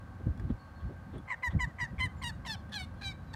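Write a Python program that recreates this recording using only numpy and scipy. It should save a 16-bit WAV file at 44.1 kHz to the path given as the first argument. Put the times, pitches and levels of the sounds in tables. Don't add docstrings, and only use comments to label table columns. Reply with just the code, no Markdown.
import sys
import numpy as np
from scipy import signal
from scipy.fft import rfft, irfft
from scipy.io import wavfile

SR = 44100
rng = np.random.default_rng(int(sys.argv[2]) if len(sys.argv) > 2 else 0)


def pcm_store(signal):
    levels = np.round(np.clip(np.atleast_2d(signal), -1, 1) * 32767)
    wavfile.write(sys.argv[1], SR, levels.astype(np.int16).T)


N = 147735

# frequency in Hz, level in dB.
THROAT_COLOUR = [(700,-17),(1000,2),(1450,-17.5),(1750,6.5),(2050,1.5),(2500,-15.5),(3000,-11),(3900,-2),(4900,-12.5),(6000,-15),(7000,-16.5),(8200,-17.5),(9300,-22.5),(10200,-26.5),(12000,-25.5),(15500,-38)]
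def throat(f, voice):
    _, mid_db, upper_db, top_db, bright_hz, bright_db = voice
    mid = mid_db * np.exp(-((f - 3100) / 280) ** 2)
    upper = upper_db * np.exp(-((f - 3560) / 1380) ** 2)
    top = top_db * np.minimum(f / TOP_HZ, 1.35) ** 2
    bright = bright_db * np.exp(-((f - bright_hz) / 420) ** 2)
    return amp(read(THROAT_COLOUR, f) + mid + upper + top + bright)


SPLIT_HZ, TOP_HZ = 2600, 7800
JITTER, JITTER_HZ, FLUTTER_HZ = .033, 300, 106.6
HISS_DB, RASP_HISS_DB, WANDER_DB = -36, -17.5, 3.5
EDGE_S, TREBLE_RISE_S, TREBLE_FALL_S = .003, .012, .016
def honk(contour, grain, voice):
    rasp_s, body_rough, flutter = grain
    when, pitch, low_db, treble_db = np.transpose(contour)
    t = np.arange(when[0], when[-1], 1 / SR)
    age, left, n = t - t[0], t[-1] - t, len(t)
    opening = .5 - .5 * np.tanh((age - rasp_s) / .005)
    ending = np.exp(-(left / .018) ** 2)
    rough = np.clip(body_rough + .9 * opening + .4 * ending, 0, 1)
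    hz = np.interp(t, when, pitch)
    shaky_hz = hz * (1 + JITTER * rough * drift(n, JITTER_HZ))
    phase = 2 * np.pi * np.cumsum(shaky_hz) / SR

    k = np.arange(1, 22)[:, None]
    dip_db = treble_db.max() - np.interp(t, when, treble_db)
    lift_db = .68 * dip_db * np.minimum(k * hz / TOP_HZ, 1) ** 2
    lag = 1.2 * rng.standard_normal(k.shape)
    wander_db = WANDER_DB * np.array([drift(n, hz=32) for _ in k]) * (k > 2)
    first_db = voice[0] * (k == 1)
    gains = throat(k * hz, voice) * amp(first_db + wander_db + lift_db) * (k * hz < SR / 2)
    treble_share = .5 + .5 * np.tanh((k * hz - SPLIT_HZ) / 150)
    treble_fade = np.minimum(np.minimum(age / TREBLE_RISE_S, left / TREBLE_FALL_S), 1)
    out = np.zeros(n)
    for share, db, high in ((1 - treble_share, low_db + .5, False), (treble_share, treble_db - .5, True)):
        band = gains * share
        tone = (band * np.cos(k * phase + lag)).sum(0) / np.sqrt((band ** 2).sum(0) / 2)
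        hiss = noise(n, lambda f: throat(f, voice) * ((f > SPLIT_HZ) == high) * (f > hz.min()))
        hiss *= amp(HISS_DB) + amp(RASP_HISS_DB) * rough * (1 + high)
        hiss *= 1 + np.cos(phase)
        out += amp(np.interp(t, when, db)) * (treble_fade if high else 1) * (tone + hiss)
    throb = 1 + flutter * np.sin(2 * np.pi * FLUTTER_HZ * age) + .34 * rough * drift(n, JITTER_HZ)
    fade = np.minimum(np.minimum(age, left) / EDGE_S, 1)
    return t[0], out * unit(throb) * fade


# time in seconds, pitch in Hz, low-part level in dB, treble level in dB.
HONK_CONTOURS = [
    [(1.275, 1083, -50, -74.0), (1.285, 1036, -47.5, -73), (1.299, 1059, -43, -63.5),
     (1.309, 1036, -34.5, -65), (1.325, 996, -35, -57.5), (1.331, 970, -37.5, -61),
     (1.345, 906, -41.5, -65), (1.353, 930, -56, -71)],
    [(1.421, 1148, -63, -73), (1.431, 1026, -38.5, -59), (1.439, 1026, -32.0, -61.5),
     (1.449, 987, -33, -48.5), (1.463, 986, -36.5, -52.5), (1.479, 946, -32.5, -53.5),
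     (1.485, 907, -37, -55), (1.497, 975, -77, -71.0)],
    [(1.587, 1055, -60, -76.0), (1.595, 1087, -41.5, -66.0), (1.607, 996.7, -33.0, -50),
     (1.625, 990, -37, -43.5), (1.637, 974, -33.5, -53), (1.647, 930, -36, -52.5), (1.651, 900, -39.5, -57),
     (1.663, 920, -61, -64)],
    [(1.784, 1070, -45, -74.5), (1.79, 1006, -43, -63), (1.802, 1059, -41.5, -61.5),
     (1.814, 971, -34.5, -47.5), (1.832, 954, -35, -49.5), (1.84, 960, -35.5, -51.5), (1.86, 890, -50, -60),
     (1.866, 940, -38, -64)],
    [(1.98, 1069, -51.5, -67), (2.0, 1083, -40, -49), (2.012, 1012, -32, -43), (2.026, 1026, -33.5, -39),
     (2.038, 1033, -31, -43.5), (2.056, 996, -37.5, -47.5), (2.066, 910, -45.5, -57),
     (2.076, 860, -55, -60)],
    [(2.215, 1022, -42, -54), (2.229, 1080, -47.5, -50), (2.233, 1057, -43, -54),
     (2.243, 948, -42.5, -42.5), (2.277, 954, -42, -39.5), (2.289, 926, -47.5, -47),
     (2.301, 867, -44.5, -48), (2.313, 854, -49, -57)],
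    [(2.449, 1020, -50, -39), (2.455, 1037, -47, -51.5), (2.489, 892, -47, -44.5),
     (2.505, 888, -40.0, -38.5), (2.537, 833, -50, -42.0), (2.543, 826, -49, -48.5),
     (2.551, 764, -53.5, -43), (2.559, 805, -46, -50)],
    [(2.714, 881, -58, -69), (2.72, 884.6, -55, -52.0), (2.762, 838, -43.5, -38), (2.78, 788, -43.5, -41),
     (2.788, 761, -48, -47.5), (2.812, 749.6, -42, -47), (2.84, 720, -61, -53), (2.856, 730, -58, -48)],
    [(3.009, 856, -58, -57), (3.023, 792, -47.5, -48.0), (3.039, 823, -49, -49.0),
     (3.049, 785.7, -47.5, -41.5), (3.081, 781.7, -45, -36.5), (3.111, 766.6, -48, -55.0),
     (3.123, 732, -56, -56), (3.135, 780, -56, -55)],
    [(3.329, 937, -68, -45), (3.335, 897, -60.5, -49), (3.349, 874, -36, -47)],
]
# opening rasp in seconds, base roughness from 0 to 1, flutter depth.
HONK_GRAINS = [(.03,.6,.3),(.016,.05,.03),(.016,.04,.03),(.027,.24,.15),(.028,.1,.06),(.025,.1,.06),(.032,.17,.12),(.034,.18,.12),(.038,.06,.04),(.03,.4,.2)]
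# boosts in dB for the first harmonic, the middle peak, the upper peak
# and the very top, then a bright peak's frequency in Hz and its boost in dB.
HONK_VOICES = [(-6,-1,-4,-5.5,7620,15), (-5.5,2,1.5,1,6700,10.5), (-6,10.5,-2,-3.5,7000,12.5),
               (-9,9,-5,-4.5,6220,8), (-9,16,-0.5,-2,9200,10), (1,8.5,2.5,-2.5,8400,9),
               (5.5,13,8.5,0.5,5400,11.5), (1.5,-0.5,9.5,-3,9400,7.5), (0.5,-12,13,-4.5,6200,2.5),
               (9.5,-1,2.5,-1,7300,-2)]
def goose():
    out = np.zeros(N)
    for row in zip(HONK_CONTOURS, HONK_GRAINS, HONK_VOICES):
        add(out, *honk(*row))
    return out


# delay in seconds, level in dB.
ECHOES = [(.066,-28),(.232,-32)]
def pond_echoes(sound):
    t = np.arange(SR) / SR
    response = np.zeros(SR)
    for db, fade_s in ((-15, .09), (-28, .55)):  # scatter, then tail; each drops 60 dB in fade_s
        tail = rng.standard_normal(SR) * np.exp(-np.log(1000) * t / fade_s)
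        response += amp(db) * tail / np.linalg.norm(tail)
    for delay, db in ECHOES:
        add(response, delay, amp([db]))
    return signal.fftconvolve(sound, response)[:N]


# frequency in Hz, level in dB.
WIND_COLOUR = [(20,-26.5),(38,-6.5),(60,0),(90,1.5),(140,-5),(220,-8),(330,-19),(500,-33),(1200,-45.5)]
# time in seconds, level in dB.
WIND_LEVEL = [(0,-47),(0.178,-46),(.35,-41),(.52,-39),(.59,-53.5),(.78,-47.5),(.93,-46.5),(1.04,-48.5),(1.18,-40.5),(1.3,-56),(1.4,-53),(1.5,-56),(1.68,-47),(1.759,-49.5),(1.95,-46.5),(2.2,-44),(2.7,-45),(3.35,-44.5)]
# middle in seconds, half length in seconds, level in dB, centre frequency in Hz.
BUFFETS = [(0.208,.007,-48,256),(.274,.009,-27,95),(.295,.014,-27.5,61),(.418,.012,-43,133),(0.456,.018,-30.5,68),(.507,.006,-26,150),(0.527,.016,-33,60.5),(0.863,.022,-35,61),(0.91,0.016,-46,246),(1.16,0.019,-43.5,216),(1.49,.014,-33.5,58),(1.555,.015,-26.5,92),(1.57,.022,-28.5,61),(1.644,0.016,-32,60),(1.679,.012,-37,110.7),(1.832,.018,-38.5,70),(1.926,0.013,-39,102),(2.005,0.019,-34.5,73),(2.059,.016,-34,74),(2.33,0.041,-48,85)]
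def wind(low_cut_hz=38):
    out = noise(N, lambda f: amp(read(WIND_COLOUR, f)) / (1 + (f / 2000) ** 2))
    out *= amp(np.interp(np.arange(N) / SR, *np.transpose(WIND_LEVEL)))
    for s, half_s, db, hz in BUFFETS:
        add(out, *swell(s, half_s, db, lambda f: (1 + ((f / hz - hz / (f + 1)) / 1.16) ** 2) ** -1.236))
    freqs = np.fft.rfftfreq(N, 1 / SR)
    return irfft(rfft(out) / (1 + (low_cut_hz / (freqs + 1)) ** 5), N)


# start in seconds, level in dB, click decay in seconds, ring in dB against the click.
TICKS = [(0.377,-49,0.0011,-21),(0.397,-46,0.0044,-24),(1.182,-56,0.0039,-1.5),(2.695,-55.5,0.0024,-10),(2.943,-63,.002,-12)]
# frequency in Hz, level in dB.
TICK_COLOUR = [(300,-19),(1800,18),(2800,-8),(4000,-3),(9000,-12),(15000,-21)]
# frequency in Hz, decay in seconds.
TICK_NOTES = [(3400,0.0099),(9350,0.0029)]
def ticks():
    out, t = np.zeros(N), np.arange(SR // 20) / SR
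    ring = sum(np.exp(-t / decay) * np.sin(2 * np.pi * hz * t) for hz, decay in TICK_NOTES)
    for s, db, decay, ring_db in TICKS:
        click = np.exp(-t / decay) * noise(len(t), lambda f: amp(read(TICK_COLOUR, f)))
        add(out, s, amp(db) * (click + amp(ring_db) * ring))
    return out


# middle in seconds, half length in seconds, level in dB.
RUSTLES = [(.505,0.011,-58.5),(0.819,0.016,-62),(1.15,.018,-58),(1.517,0.013,-53.5)]
# frequency in Hz, level in dB.
RUSTLE_COLOUR = [(200,8),(700,7.5),(1800,5),(2500,-7),(3500,1),(5000,-17),(12000,-36)]
def rustles():
    out = np.zeros(N)
    for row in RUSTLES:
        add(out, *swell(*row, lambda f: amp(read(RUSTLE_COLOUR, f))))
    return out


# time in seconds, pitch in Hz, level in dB.
WHISTLES = [
    [(.565,4600,-95),(.6,4410,-70),(.66,4330,-77),(.73,4250,-86),(.77,4320,-72),(.83,4300,-82),(.89,4330,-79)],
    [(2.165,7300,-84),(2.19,7150,-71),(2.22,6750,-80)],
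]
def far_birds(waver_hz=35):
    out, t = np.zeros(N), np.arange(N) / SR
    for contour in WHISTLES:
        when, hz, db = np.transpose(contour)
        phase = 2 * np.pi * np.cumsum(np.interp(t, when, hz) + waver_hz * drift(N, hz=200)) / SR
        singing = (t > when[0]) * (t < when[-1])
        out += amp(np.interp(t, when, db)) * singing * np.sqrt(2) * np.sin(phase)
    return out


# frequency in Hz, level in dB.
HUM_TONES = [(760,-73),(1110,-68.5),(1228,-73),(1521,-71),(1579,-68)]
def far_hum():
    out, t = np.zeros(N), np.arange(N) / SR
    for hz, db in HUM_TONES:
        phase = 2 * np.pi * hz * t
        out += amp(db) * (np.sin(phase) + 1.12 * drift(N, hz=11.3) * np.cos(phase))
    return out


# frequency in Hz, level in dB.
AIR_COLOUR = [(120, -79), (200, -27.5), (298, 0.5), (365, -21), (525, 1), (607, -4), (783, -2),
              (1430, -8.5), (1560, -7), (2020, -14.5), (2420, -20), (3750, -26), (4330, -25), (5110, -29.5),
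              (15500, -39.5)]
def open_air(level_db=-59):
    return amp(level_db) * noise(N, lambda f: amp(read(AIR_COLOUR, f)) * f / (f + 60))


def amp(db):
    return 10 ** (np.asarray(db) / 20)


def unit(x):
    return x / np.sqrt(np.mean(x ** 2) + 1e-20)


def read(colour, hz):
    f, db = np.transpose(colour)
    return np.interp(np.log(hz + 1), np.log(f + 1), db)


def noise(size, gain):
    spectrum = rfft(rng.standard_normal(size)) * gain(np.fft.rfftfreq(size, 1 / SR))
    return unit(irfft(spectrum, size))


def drift(size, hz):
    return noise(size + SR // 10, lambda f: 1 / (1 + (f / hz) ** 4))[:size]


def swell(s, half_s, db, gain):
    t = np.arange(-3 * half_s, 3 * half_s, 1 / SR)
    shape = np.exp(-.5 * (t / half_s) ** 2)
    burst = noise(SR // 2, gain)[:len(t)] * shape
    return s + t[0], amp(db) * unit(burst) * np.sqrt(np.mean(shape ** 2))


def add(mix, s, sound):
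    part = mix[max(round(s * SR), 0):][:len(sound)]
    part += sound[:len(part)]


def scene():
    honks = goose()
    near = honks + pond_echoes(honks) + wind() + ticks() + rustles()
    return (near + far_birds() + far_hum() + open_air())[None]


def record(dry, cutoff_hz=15750):
    low_pass = signal.firwin(511, cutoff_hz, window=("kaiser", 9), fs=SR)
    return signal.oaconvolve(dry, low_pass[None], "same")


dry = scene()
out = record(dry)
pcm_store(out)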